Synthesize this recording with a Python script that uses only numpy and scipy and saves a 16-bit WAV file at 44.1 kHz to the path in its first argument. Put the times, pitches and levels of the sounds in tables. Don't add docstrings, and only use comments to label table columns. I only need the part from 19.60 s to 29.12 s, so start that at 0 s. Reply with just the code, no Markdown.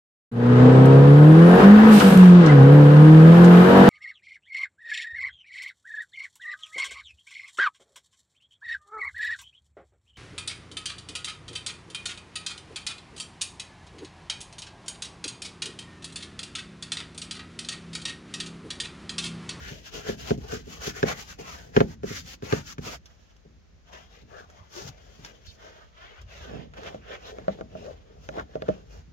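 import sys
import numpy as np
from scipy import signal
from scipy.fft import rfft, irfft
from scipy.io import wavfile
from scipy.ndimage import map_coordinates

SR = 44100
rng = np.random.default_rng(int(sys.argv[2]) if len(sys.argv) > 2 else 0)


def log_audio(samples):
    frames = np.atleast_2d(samples).T
    limited = np.clip(frames, -1, 1)
    pcm = np.round(limited * 32767).astype(np.int16)
    wavfile.write(sys.argv[1], SR, pcm)


N = 419832


def undb(db):
    return 10 ** (np.asarray(db) / 20)


def unit(x):
    return x / np.sqrt(np.mean(x ** 2))


def fade(t, t60):
    return np.exp(-np.log(1000) * t / t60)


def curve(rows):
    times, values = np.transpose(rows)
    order = np.argsort(times, kind="stable")
    return np.interp(np.arange(N) / SR, times[order], values[order])


def convolve(x, response):
    return signal.oaconvolve(np.atleast_2d(x), np.atleast_2d(response), axes=-1)[:, :N]


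def filtered(x, order, hz, kind):
    return signal.sosfilt(signal.butter(order, hz, kind, fs=SR, output="sos"), x)


def colour(x, points, size=4096):
    hz, db = np.transpose(points)
    grid = np.maximum(np.arange(size // 2 + 1) * SR / size, 1)
    gain = undb(np.interp(np.log(grid), np.log(hz), db))
    cepstrum = irfft(np.log(gain))
    cepstrum[1:size // 2] *= 2
    cepstrum[size // 2 + 1:] = 0
    return convolve(x, irfft(np.exp(rfft(cepstrum))))


def wander(rate):
    steps = rng.standard_normal(4096)
    return unit(np.interp(np.arange(N) / SR * rate, np.arange(len(steps)), steps))


def delay(x, s):
    i = np.arange(len(x))
    return np.interp(i - s * SR, i, x, left=0)


def pair(x, lag_ms):
    return np.array([x, delay(x, lag_ms / 1000)])


def add(track, s, sound):
    start = max(int(s * SR), 0)
    track[:, start:start + sound.shape[1]] += sound[:, :max(N - start, 0)]


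def cabin(x, lag_ms, echo_db, t60):
    t = np.arange(len(x)) / SR
    echoes = rng.standard_normal((2, len(t))) * fade(t, t60) * (t > .001)
    echoes /= np.sqrt(np.sum(echoes ** 2, axis=1, keepdims=True))
    return pair(x, lag_ms) + undb(echo_db) * convolve(x, echoes)[:, :len(x)]


def slips(per_s, spread):
    moment, strength, sign = rng.random((3, 200000))[:, :int(per_s * N / SR)]
    sizes = undb(spread * np.minimum(-np.log(1 - strength), 5))
    return unit(np.bincount((moment * N).astype(int), sizes * np.sign(sign - .5), minlength=N))


def shifting(x, depth_db, rate=14, size=512, bands=26):
    hz, t, frames = signal.stft(x, SR, nperseg=size)
    place = np.meshgrid(bands * np.sqrt(hz / hz[-1]), t * rate, indexing="ij")
    drift = map_coordinates(rng.standard_normal((bands + 1, size)), place, order=1, mode="mirror")
    return signal.istft(frames * undb(depth_db * drift), SR, nperseg=size)[1][:, :N]


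def friction(tone, per_s, spread, lag_ms, scatter_db, shift_db, bounce=0):
    direct = pair(slips(per_s, spread), lag_ms)
    scattered = np.array([slips(per_s, spread), slips(per_s, spread)])
    rub = direct + undb(scatter_db) * scattered
    if bounce:
        rub = rub + bounce * np.array([delay(side, .0032 + 0.000487 * wander(3)) for side in rub])
    return unit(colour(shifting(rub, shift_db), tone))


def strokes(rows, roundness):
    power = np.zeros((3, N))
    for s, rise, fall, db, relative_db, drag_db in rows:
        i = np.arange(max(int((s - 2 * rise) * SR), 0), min(int((s + 2 * fall) * SR), N))
        from_peak = np.maximum((s - i / SR) / rise, (i / SR - s) / fall)
        swell = undb(-20 * from_peak ** roundness)
        power[:, i] += np.outer(undb([db, db + relative_db, drag_db]), swell) ** 2
    return np.sqrt(power)


# f/Hz, level/dB (table levels are relative; functions set the overall level)
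AIR_TONE = [(20, -8.5), (32, -5), (50, 8), (110, -8.5), (250, -18.5), (500, -16.5), (900, -23.5),
            (1800, -23.5), (3500, -28.5), (6500, -30), (9000, -35.5), (16000, -33)]
def outdoor_air():
    air = rng.standard_normal(N) + undb(8) * rng.standard_normal((2, N))
    return undb(-58 + 0.87 * wander(1.4)) * unit(colour(air, AIR_TONE))


# t/s, level/dB
ARM_LEVEL = [(0.0, -42.5), (0.42, -62), (0.64, -44), (1.83, -52), (2.2, -46), (3.21, -51.5), (3.61, -60.5),
             (5.54, -53), (5.73, -57.5), (6.65, -64.5), (6.84, -46), (7.48, -54.5), (9.04, -50),
             (9.52, -51)]
# f/Hz, level/dB
ARM_TONE = [(20, -31), (35, -10), (50, 7), (75, 6), (110, -4), (170, -2.5), (260, -10.5), (400, -17.5),
            (900, -46.5)]
def arm_rumble():
    rumble = friction(ARM_TONE, per_s=1800, spread=2.4, lag_ms=0.76, scatter_db=-10, shift_db=3)
    return undb(curve(ARM_LEVEL) - 1.5) * rumble


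def hollow_edge(x, hz=3020, width_hz=550, db=3, fade_db_per_s=7):
    band = filtered(x, 1, [hz - width_hz / 2, hz + width_hz / 2], "band")
    return x + band * undb(db - fade_db_per_s * np.arange(N) / SR)


BRUSH_ROUNDNESS, CLOTH_ROUNDNESS = 1.78, 2.06
# t/s at top speed, rise/s, fall/s, level/dB, scrape/dB added to level, drag/dB
BRUSH_STROKES = [(.10, 0.19, 0.16, -45.5, -0.5, -44), (.272, 0.047, 0.041, -45, -4, -60),
                 (.36, 0.053, .10, -40.5, -3, -35.5), (.495, 0.068, 0.066, -38, -2, -29.5),
                 (.615, 0.056, .09, -43.5, -5, -43.5), (.695, 0.059, 0.065, -40, -0.5, -39.5),
                 (.84, 0.065, 0.069, -52, -2.5, -40), (.93, 0.068, 0.095, -39.5, -4.5, -34.5),
                 (1.14, 0.097, .09, -44, -4.5, -44), (1.275, 0.083, 0.058, -33, -4, -38),
                 (1.39, 0.062, .07, -39.5, -3.5, -40.5), (1.495, 0.049, 0.059, -31.5, 5.5, -28.5),
                 (1.60, 0.063, 0.067, -39, -2.5, -46), (1.71, .07, 0.054, -44.5, -2, -52),
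                 (1.80, .02, 0.045, -43.5, -3, -36.5), (1.885, 0.086, 0.21, -44.5, 1.5, -48),
                 (2.07, 0.064, 0.072, -58, -2.5, -45), (2.175, 0.043, 0.083, -42, 4, -37),
                 (2.325, .11, 0.034, -51.5, 0.5, -55), (2.50, .06, 0.13, -40, -1.5, -44.5),
                 (2.575, 0.073, 0.053, -35, -9.5, -52), (2.725, 0.099, 0.039, -40, -4.5, -56),
                 (2.85, .03, 0.12, -45.5, 2.5, -40), (2.945, 0.097, 0.09, -38.5, 0.5, -54),
                 (3.105, 0.068, 0.043, -39, -7, -58), (3.275, 0.061, 0.074, -36.5, -0.5, -63),
                 (3.345, 0.054, 0.035, -39.5, -1, -54.5)]
# f/Hz, level/dB
BRISTLE_TONE = [(700, -33), (1500, -12.5), (2300, -3.5), (3100, -2), (3900, -4.5), (5000, -1.5),
                (6300, -1.5), (8000, -1.5), (16000, 1.5)]
# f/Hz, level/dB
SCRAPE_TONE = [(300, -8.5), (600, -1.5), (950, -5), (1400, 0.5), (2000, -2.5), (2800, -11.5), (5000, -24.5)]
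def brush():
    tip_gain, tuft_gain, _ = strokes(BRUSH_STROKES, BRUSH_ROUNDNESS)
    catching = undb(1.1 * wander(70))
    tips = friction(BRISTLE_TONE, per_s=4500, spread=2.4, lag_ms=0.32,
                    scatter_db=13, shift_db=-1, bounce=0.64)
    tuft = friction(SCRAPE_TONE, per_s=3000, spread=2.45, lag_ms=0.38,
                    scatter_db=2, shift_db=6, bounce=0.85)
    return catching * (undb(4) * tip_gain * hollow_edge(tips) + undb(-0.1) * tuft_gain * tuft)


# f/Hz, level/dB
PANEL_TONE = [(150, -6.5), (270, -13.5), (350, -8), (430, 5), (560, -9), (700, -2.5), (900, -17),
              (1600, -35)]
def panel_drag():
    *_, drag = strokes(BRUSH_STROKES, BRUSH_ROUNDNESS)
    panel = friction(PANEL_TONE, per_s=910, spread=2.86, lag_ms=0.62, scatter_db=-6.5, shift_db=4.5)
    return undb(-5) * drag * panel


def ring(tones, t):
    chance = rng.standard_normal((len(tones), 2)) * [1.2, .012]
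    y = sum(undb(db + louder_db) * np.sin(2 * np.pi * hz * (1 + bend) * t) * fade(t, t60)
            for (hz, db, t60), (louder_db, bend) in zip(tones, chance))
    return y / np.abs(y).max()


def thud(tones, brightness_hz, t, lowest_hz):
    push = t * np.exp(-2 * np.pi * brightness_hz * t)
    y = signal.fftconvolve(ring(tones, t), push)[:len(t)]
    y = filtered(y, 1, lowest_hz, "high")
    return y / np.abs(y).max()


# f/Hz, level/dB, time to fade by 60 dB/s
PLASTIC_RING = [(1395, -2.5, 0.02), (1602, 5.5, 0.01), (1780, -0.5, 0.012), (2150, -24, 0.044),
                (2164, -10, 0.021), (2470, -4, 0.011), (2920, -5.5, 0.0073), (3450, -11, 0.0078)]
def tick(t, crack_db, crack_t60):
    return ring(PLASTIC_RING, t) + undb(crack_db) * rng.standard_normal(len(t)) * fade(t, crack_t60)


# f/Hz, level/dB, time to fade by 60 dB/s
PANEL_RING = [(161, -21, 0.29), (220, -4.5, .07), (250.4, -1, 0.072), (322, -17, 0.032), (396, -5, 0.06),
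              (435.6, 8.5, 0.041), (489, 9, 0.026), (673, 0, 0.044), (830, 0.5, 0.025), (1002, -31, 0.034),
              (1365, -22, 0.049)]
# t/s, level/dB, brightness/Hz, tick/dB added to level
PANEL_HITS = [(0.111, -27.5, 110, -45), (.339, -35, 200, -45), (.487, -14, 800, -20),
              (0.706, -5, 504, -16.5), (0.776, -20.5, 120, -37), (0.927, -19, 604, -17),
              (1.069, -30.5, 398, -40), (1.269, -18, 400, -45), (1.429, -4, 600, -10.5),
              (1.788, -31.5, 694, -26), (2.165, 0.5, 800, -8), (2.2044, 0, 705, -11.5),
              (2.433, -15.5, 610, -17.5), (2.505, -21, 199, -35), (2.823, -20.5, 398, -13.5),
              (2.925, -5.5, 555, -7.5), (3.182, -20.5, 170, -9.5), (3.261, -28, 160, -37),
              (3.85, -39.5, 488, -29), (4.62, -47.5, 500, -30), (5.587, -39, 116, -40)]
def knocks(echo_s=0.007246, echo_db=4.5, flex_s=.0018, boom_db=-19, boom_s=0.031):
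    track, t = np.zeros((2, N)), np.arange(SR // 4) / SR
    for s, db, brightness_hz, tick_db in PANEL_HITS:
        thump = delay(thud(PANEL_RING, brightness_hz, t, lowest_hz=148), flex_s)
        boom = unit(filtered(rng.standard_normal(len(t)), 3, [135, 300], "band")) * np.exp(-t / boom_s)
        thump = thump + delay(undb(echo_db) * thump + undb(boom_db) * boom, echo_s)
        add(track, s, undb(db - 7) * cabin(thump, lag_ms=0.59, echo_db=-13, t60=0.15))
        click = tick(t, crack_db=-19, crack_t60=0.013)
        add(track, s, undb(db + tick_db + 2) * cabin(click, lag_ms=.4, echo_db=-0.5, t60=0.044))
    return track


def bristle_slaps(level_db=-47, fade_s=0.017):
    track, t = np.zeros((2, N)), np.arange(SR // 8) / SR
    for s, *_ in PANEL_HITS:
        if s < BRUSH_STROKES[-1][0]:
            add(track, s, np.exp(-t / fade_s) * rng.standard_normal((2, len(t))))
    return undb(level_db) * colour(track, BRISTLE_TONE)


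def after_hits(hits, base_db, share, rise_s, fall_s):
    gain, t = np.zeros(N + SR), np.arange(SR) / SR
    swell = (1 - np.exp(-t / rise_s)) * np.exp(-t / fall_s)
    for s, db, *_ in hits:
        after = slice(int(s * SR), int(s * SR) + SR)
        gain[after] = np.maximum(gain[after], undb(base_db + share * db) * swell)
    return gain[:N]


# f/Hz, level/dB
SHUDDER_TONE = [(30, -13.5), (60, -1.5), (100, -1), (160, 2), (250, -2), (400, -14), (900, -43.5)]
def pillar_shudder():
    knocked = after_hits(PANEL_HITS, base_db=-31.5, share=0.44, rise_s=0.0064, fall_s=0.071)
    clunked = after_hits(LOOP_HITS, base_db=-34, share=0.34, rise_s=0.013, fall_s=0.048)
    noise = pair(rng.standard_normal(N), lag_ms=.6)
    return (knocked + clunked) * unit(colour(noise, SHUDDER_TONE))


# t/s, level/dB, crack/dB compared with the ring
SMALL_SNAPS = [(2.14, -39, -10), (3.457, -47.5, 5.5), (3.764, -55, 1), (4.9, -42, -7), (5.648, -32, -2),
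               (5.661, -42, 3), (6.614, -51, 6), (7.137, -35, -19), (7.233, -30, -13)]
def snaps():
    track, t = np.zeros((2, N)), np.arange(SR // 10) / SR
    for s, db, crack_db in SMALL_SNAPS:
        snap = tick(t, crack_db, crack_t60=0.027)
        add(track, s, undb(db) * cabin(snap, lag_ms=.3, echo_db=0, t60=0.06))
    return track


# t/s at top speed, rise/s, fall/s, level/dB, hiss/dB added to level, drag/dB
CLOTH_STROKES = [(3.47, 0.035, 0.54, -63.5, -4.5, -72), (4.355, 0.1, 0.12, -49, -7.5, -52),
                 (4.56, 0.11, 0.12, -55, -7, -58), (4.775, .1, 0.083, -50.5, -6.5, -43),
                 (4.98, 0.18, 0.16, -55.5, -8.5, -61), (5.19, 0.088, .08, -45.5, 0.5, -41),
                 (5.265, 0.093, 0.042, -44, 3.5, -42.5), (5.42, 0.36, 0.67, -57, -5.5, -56),
                 (5.70, 0.14, .12, -53, -5.5, -55), (5.89, 0.076, 0.14, -70.5, 13.5, -64),
                 (6.07, 0.13, 0.24, -47, -11.5, -45.5), (6.48, .16, 0.18, -46.5, -15.5, -53),
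                 (6.80, 0.13, 0.16, -44, -9.5, -51), (6.93, 0.12, 0.16, -45, -18, -38),
                 (7.26, .13, .15, -44, -12, -37.5), (7.53, 0.11, 0.076, -42.5, -16, -38),
                 (7.68, 0.095, 0.08, -44.5, -10, -41.5), (7.76, 0.098, 0.11, -67, -9, -39),
                 (7.94, 0.27, 0.16, -53.5, -11.5, -45), (8.17, 0.065, 0.098, -60.5, -4, -46),
                 (8.27, 0.2, .12, -51.5, -11, -38), (8.52, 0.31, 0.3, -62, -16, -52),
                 (8.70, 0.15, 0.057, -55.5, -2.5, -52), (8.79, 0.09, 0.056, -45.5, -19, -30),
                 (8.95, 0.14, 0.058, -58, -10, -48.5), (9.09, 0.11, 0.19, -53, -11, -41.5),
                 (9.36, 0.12, 0.085, -54, -3, -48)]
# f/Hz, level/dB
RUB_TONE = [(300, -11.5), (600, 6.5), (950, -2), (1500, 2.5), (2300, -4), (3200, -1.5), (4400, -13),
            (8000, -34.5)]
# f/Hz, level/dB
FIBRE_TONE = [(1500, -27), (3200, -2), (4200, -1.5), (5200, 3.5), (6300, 2.5), (8000, -1.5), (16000, 2.5)]
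def cloth():
    rub_gain, hiss_gain, _ = strokes(CLOTH_STROKES, CLOTH_ROUNDNESS)
    rub = friction(RUB_TONE, per_s=3000, spread=2.2, lag_ms=0.41,
                   scatter_db=1, shift_db=3.5, bounce=0.72)
    hiss = friction(FIBRE_TONE, per_s=10000, spread=3.5, lag_ms=0.29,
                    scatter_db=8.5, shift_db=1, bounce=0.51)
    flutter = undb(2.66 * wander(45))
    return flutter * (undb(-2.25) * rub_gain * rub + undb(3) * hiss_gain * hiss)


# f/Hz, level/dB
COVER_TONE = [(150, -8), (270, -12.5), (350, -7), (440, 3.5), (550, -2), (700, -2.5), (900, -13),
              (1600, -33)]
def cover_drag():
    *_, drag = strokes(CLOTH_STROKES, CLOTH_ROUNDNESS)
    cover = friction(COVER_TONE, per_s=1400, spread=2.36, lag_ms=0.59, scatter_db=-6, shift_db=3.5)
    return undb(-5.5) * drag * cover


# t/s at top speed, length/s, level/dB, f/Hz at top speed
WEAVE_SWISHES = [(4.365, 0.14, -58, 1720), (4.342, 0.2, -58.5, 976), (4.78, .22, -52.5, 1501),
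                 (5.004, 0.13, -61, 1183), (5.192, .13, -48.5, 401), (5.889, 0.12, -54, 4170),
                 (6.098, 0.28, -60, 1490), (8.28, .12, -42.5, 626), (7.26, 0.18, -53.5, 1403),
                 (7.533, 0.13, -53, 2110), (7.668, .14, -53.5, 3510), (8.795, 0.055, -39, 1403)]
def swishes(blur_width=0.31, slowest=0.42):
    track = np.zeros((2, N))
    for s, length, db, hz in WEAVE_SWISHES:
        speed = np.sin(np.linspace(0, np.pi, int(length * SR)))
        pitch_hz = hz * (slowest + (1 - slowest) * speed)
        phase = 2 * np.pi * np.cumsum(pitch_hz) / SR
        blur = filtered(rng.standard_normal((2, SR)), 2, blur_width * hz / 2, "low")[:, :len(speed)]
        weave = unit(blur[0] * np.cos(phase) + blur[1] * np.sin(phase))
        swish = undb(db) * speed ** 2 * weave
        add(track, s - length / 2, cabin(swish, lag_ms=0.41, echo_db=0.5, t60=0.015))
    return track


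# t/s at the middle, length/s, level/dB, f/Hz at the top edge, left minus right/dB
AIR_PUFFS = [(5.006, 0.12, -51, 108, -4), (5.265, .16, -44, 174, 4.5), (5.902, 0.13, -53, 106, -13),
             (6.647, 0.18, -45, 96, 0), (6.969, .3, -46.5, 250, -18), (9.39, 0.14, -52.5, 138, 0)]
def puffs():
    track = np.zeros((2, N))
    for s, length, db, top_hz, side_db in AIR_PUFFS:
        swell = np.hanning(int(length * SR))
        swirl = filtered(rng.standard_normal(len(swell)), 2, [top_hz / 2, top_hz], "band")
        gains = undb(db + np.array([[side_db], [-side_db]]) / 2)
        add(track, s - length / 2, gains * swell * unit(swirl))
    return track


# f/Hz, level/dB, time to fade by 60 dB/s
LOOP_RING = [(201, -5, 0.19), (452, -29, 0.12), (457, 0, 0.049), (546.6, 6.5, 0.056), (627, 9, 0.058),
             (740, -8, .05), (1020, -2.5, 0.012), (1167, -3, 0.024), (1325, -0.5, 0.013),
             (1790, -19, 0.018)]
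# t/s, level/dB, brightness/Hz, tick/dB added to level
LOOP_HITS = [(6.935, -24.5, 600, -23), (7.186, -29.5, 700, -25), (7.345, -24, 700, -14),
             (7.785, -26.5, 900, -7), (7.881, -8.5, 1500, -22), (7.988, -30, 700, -23),
             (8.010, -20.5, 900, -10), (8.126, -39, 700, -28), (8.152, -23.5, 804, -25),
             (8.689, -23.5, 700, -1.5), (8.774, -20.5, 590, -23), (8.797, -28, 900, 2),
             (8.955, -15.5, 575, -21.5), (9.021, -20.5, 696, -5.5), (9.083, -20, 700, -9.5),
             (9.0877, -9.5, 500, -16.5), (9.094, -12.5, 250, -34)]
def belt_loop():
    track, t = np.zeros((2, N)), np.arange(SR // 4) / SR
    for s, db, brightness_hz, tick_db in LOOP_HITS:
        clunk = thud(LOOP_RING, brightness_hz, t, lowest_hz=338)
        add(track, s, undb(db - 3.5) * cabin(clunk, lag_ms=0.57, echo_db=-1.5, t60=0.069))
        click = tick(t, crack_db=-11.5, crack_t60=0.0047)
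        add(track, s, undb(db + tick_db + 1.5) * cabin(click, lag_ms=0.33, echo_db=-4, t60=0.021))
    return track


# t/s, left minus right/dB
HAND_SIDE = [(0.0, 3.0), (2.52, 1.0), (2.86, 3.5), (3.66, -3), (4.74, 7), (4.8, 3), (5.83, 4), (6.28, -2.0),
             (6.63, 4), (6.92, -1.5), (8.03, 1.5), (9.52, 0.5)]
def scene():
    side_db = curve(HAND_SIDE)
    rubbing = brush() + bristle_slaps() + cloth() + swishes() + panel_drag() + cover_drag()
    rubbing *= undb(np.array([side_db, -side_db]) / 2)
    hits = knocks() + belt_loop() + snaps()
    return rubbing + hits + arm_rumble() + pillar_shudder() + puffs() + outdoor_air()


# f/Hz, level/dB
MICROPHONE_TONE = [(20, -18), (42, 0.5), (6800, 1), (7300, -8), (7900, -13.5), (9300, -22.5),
                   (11500, -15.5), (16000, -19.5)]
def record(dry):
    top_cut = signal.ellip(10, .2, 70, 15850, fs=SR, output="sos")
    return signal.sosfilt(top_cut, colour(dry, MICROPHONE_TONE))


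dry = scene()
out = record(dry)
log_audio(out)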